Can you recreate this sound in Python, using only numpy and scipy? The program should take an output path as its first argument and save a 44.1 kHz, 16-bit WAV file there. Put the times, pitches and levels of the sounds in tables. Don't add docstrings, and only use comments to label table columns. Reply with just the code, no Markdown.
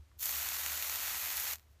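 import sys
import numpy as np
from scipy import signal
from scipy.fft import rfft, irfft, next_fast_len
from scipy.io import wavfile
from scipy.ndimage import map_coordinates

SR = 44100
rng = np.random.default_rng(int(sys.argv[2]) if len(sys.argv) > 2 else 0)


def persist_wave(psi):
    counts = np.round(np.clip(psi, -1, 1) * 32767).astype(np.int16)
    wavfile.write(sys.argv[1], SR, np.atleast_2d(counts).T)


N = 79380

FIRE_S, RELEASE_S = 0.19, 1.534
# (frequency [Hz], gain [dB])
FIZZ_SPECTRUM = [(100, -28), (1000, -36.5), (3000, -9), (4400, -8), (5200, -6.5), (6700, -2), (8400, -8.5),
                 (10000, -4), (11800, 0.5), (14000, 2.5), (15500, -2.5)]
# (frequency [Hz], gain [dB])
BUBBLE_SPECTRUM = [(60, -33.5), (200, -18), (450, -14), (650, -5.5), (1200, -2), (1900, 0.5), (2500, -.5),
                   (3300, -3.5), (4400, -2.5), (5200, -4.5), (6700, -2.5), (9000, -7.5), (15500, -9.5)]
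# (frequency [Hz], half-width [Hz], gain [dB])
CUP_RESONANCES = [(1305, 22, 3), (1910, 24, 3), (2535, 22, 3.5), (4350, 30, 3.5), (5020, 240, -2.5),
                  (9265, 150, -7.5), (10540, 195, -5.5)]


def sizzle():
    t = np.arange(N) / SR
    age = np.maximum(t - FIRE_S, 0)
    boil_db = boil_vigour_db(t) + 0.46 * wobble(per_s=45)
    surge_db = 7 * np.exp(-age / 0.14)
    lag_db = -10 * np.exp(-age / 0.065)
    fizz = bursts(boil_db - 38.5 + surge_db, FIZZ_SPECTRUM, per_s=5000)
    bubbles = bursts(boil_db - 42 + lag_db, BUBBLE_SPECTRUM, per_s=2000)
    return fizz + bubbles


def boil_vigour_db(t):
    heat_s, swell_from_s = 0.017, 1.15
    cool_db_per_s, simmer_db_per_s = 728, 137
    first_hiss = -10 * np.clip((FIRE_S - t) / 0.0059, 0, 10)
    heating = -25.5 * np.exp(-np.maximum(t - FIRE_S, 0) / heat_s)
    swell = 0.72 * np.clip((t - swell_from_s) / (RELEASE_S - swell_from_s), 0, 1)
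    since_release = np.maximum(t - RELEASE_S, 0)
    collapse = -cool_db_per_s * since_release
    simmer = -27.5 - simmer_db_per_s * since_release
    return first_hiss + heating + swell + np.maximum(collapse, simmer)


def bursts(level_db, spectrum, per_s):
    thinning, size_spread_db, steam_db = 0.55, 4.5, -3
    level = amp(level_db)
    vigour = level / level.max()
    chance = vigour ** thinning * per_s / SR
    sizes = amp(size_spread_db * np.minimum(rng.standard_normal(N), 2)) * rng.choice([-1, 1], N)
    clicks = (rng.random(N) < chance) * unit(sizes) / np.sqrt(chance)
    steam = amp(steam_db) * rng.standard_normal(N)
    boil = coloured(vigour * (clicks + steam), spectrum, CUP_RESONANCES)
    return unit(boil) * np.sqrt(np.mean(level ** 2))


def droplet_pops():
    # (time [s], relative peak level [dB], brightness [-1 to 1])
    droplets = [(.192, -38.5, 0.44), (0.1957, -31, 0.24), (.2062, -29, 0.25), (.211, -28, 0.74),
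                (0.2285, -21, 0.34), (0.2318, -19, 1), (0.2575, -16.5, 0.62), (0.2684, -21, -0.46),
                (.293, -20, -0.21), (0.3089, -22, .4), (0.3159, -22, 0.43), (.488, -17, 0.095),
                (0.555, -25.5, -0.066), (0.6627, -16, -0.51), (0.721, -22, -0.77), (0.775, -22, -0.49),
                (.8251, -17.5, -0.12), (0.8977, -19, -0.54), (.9578, -19.5, 0.37), (1.004, -24, 0),
                (1.147, -24, -0.33), (1.304, -20.5, -0.61), (1.363, -26, 0.055), (1.3702, -19.5, 0.63),
                (1.3998, -21.5, 0.68), (1.478, -33, 0.46), (1.5343, -21, 0.21), (1.5572, -27.5, -0.13),
                (1.584, -44.5, -0.57), (1.5965, -45, -.5), (1.62, -54, -0.12), (1.629, -56, -0.29)]
    gain_db, tail_db, tail_t60_s = 2.5, -18, 0.0062
    t = np.arange(SR // 20) / SR
    out = np.zeros(N + SR)
    for start_s, db, brightness in droplets:
        snap = amp(tail_db - 60 * t / tail_t60_s) * rng.standard_normal(len(t))
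        snap[0] = 1
        bright = coloured(snap, FIZZ_SPECTRUM, CUP_RESONANCES)
        dull = coloured(snap, BUBBLE_SPECTRUM, CUP_RESONANCES)
        share = (1 + brightness) / 2
        pop = band_limit(share * bright + (1 - share) * dull)
        out[round(start_s * SR):][:len(t)] += amp(db + gain_db) * pop / np.abs(pop).max()
    return out[:N]


def last_fizz():
    start_s, rise_s, peak_db = 1.695, 0.018, -77
    age = np.maximum(np.arange(N) / SR - start_s, 0) / rise_s
    hiss = unit(coloured(rng.standard_normal(N), FIZZ_SPECTRUM, CUP_RESONANCES))
    return amp(peak_db) * age * np.exp(1 - age) * hiss


def button_tick():
    # (frequency [Hz], relative level [dB], time to decay by 60 dB [s])
    modes = [(1110, -5, 0.029), (1400, -3, 0.018), (1730, -4, 0.014), (2050, -4, .014), (2720, -12, 0.011)]
    press_s, attack_s, gain_db = 0.1135, 0.0013, -55.5
    t = np.maximum(np.arange(N) / SR - press_s, 0)
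    ring = sum(amp(db - 60 * t / t60) * np.sin(2 * np.pi * hz * t) for hz, db, t60 in modes)
    return amp(gain_db) * ring * (1 - np.exp(-t / attack_s))


def reverberation(x, t60_s):
    t = np.arange(SR // 2) / SR
    tail = rng.standard_normal(len(t)) * amp(-60 * t / t60_s) * (t > 0.004)
    return signal.fftconvolve(x, tail / np.linalg.norm(tail))[:N]


def hum():
    # (time [s], relative level [dB])
    contour = [(0.0, -48.5), (0.06, -66), (0.1, -72), (0.2, -55), (0.224, -67), (0.386, -52.5),
               (0.436, -61), (0.752, -56), (0.802, -70), (0.902, -54.5), (0.932, -63), (1.412, -60.5),
               (1.438, -72), (1.494, -56), (1.588, -56.5), (1.634, -74), (1.694, -56.5), (1.8, -66)]
    hum_hz, gain_db, drift_rad = 73, -1.5, 0.42
    t = np.arange(N) / SR
    level_db = np.interp(t, *np.transpose(contour)) + gain_db + wobble(per_s=10.44)
    phase = 2 * np.pi * hum_hz * t + drift_rad * wobble(per_s=6.58)
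    return amp(level_db) * unit(np.sin(phase))


def room_noise():
    # (frequency [Hz], gain [dB])
    rumble_spectrum = [(20, -39), (40, -27), (55, 0), (68, -4.5), (82, 1), (105, -11.5), (140, -22.5),
                       (400, -52)]
    # (frequency [Hz], gain [dB])
    air_spectrum = [(20, 5), (130, -1), (300, -2), (700, -7), (1300, -8), (2500, -11.5), (7000, -15.5),
                    (10500, -21.5), (13000, -18.5), (15500, -30)]
    rumble = unit(coloured(rng.standard_normal(N), rumble_spectrum))
    air = unit(coloured(rng.standard_normal(N), air_spectrum))
    return amp(-67) * rumble + amp(-72.5) * air


def amp(db):
    return 10 ** (np.asarray(db) / 20)


def unit(x):
    return x / np.sqrt(np.mean(x ** 2) + 1e-20)


def wobble(per_s):
    knots = rng.standard_normal(int(N * per_s / SR) + 4)
    return map_coordinates(knots, [np.arange(N) * per_s / SR])


def coloured(x, spectrum, resonances=()):
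    size = 2 * next_fast_len(len(x))
    hz = np.fft.rfftfreq(size, 1 / SR)
    knot_hz, knot_db = np.transpose(spectrum)
    db = np.interp(np.log(hz + 1), np.log(knot_hz + 1), knot_db)
    for centre, half_width, gain in resonances:
        db += gain / (1 + ((hz - centre) / half_width) ** 2)
    cepstrum = irfft(np.log(amp(db)), size)
    cepstrum[1:size // 2] *= 2
    cepstrum[size // 2 + 1:] = 0
    return irfft(rfft(x, size) * np.exp(rfft(cepstrum)), size)[:len(x)]


def band_limit(x, top_hz=15440, edge_hz=200):
    length = x.shape[-1]
    size = 2 * next_fast_len(length)
    edge = np.clip((top_hz - np.fft.rfftfreq(size, 1 / SR)) / edge_hz, 0, 1)
    return irfft(rfft(x, size) * np.sin(np.pi / 2 * edge) ** 2, size)[..., :length]


def scene():
    device = sizzle() + droplet_pops() + last_fizz() + button_tick()
    reflections = amp(-22.5) * reverberation(device, t60_s=0.25)
    return (device + reflections + hum() + room_noise())[None]


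def record(dry):
    return band_limit(dry)


dry = scene()
out = record(dry)
persist_wave(out)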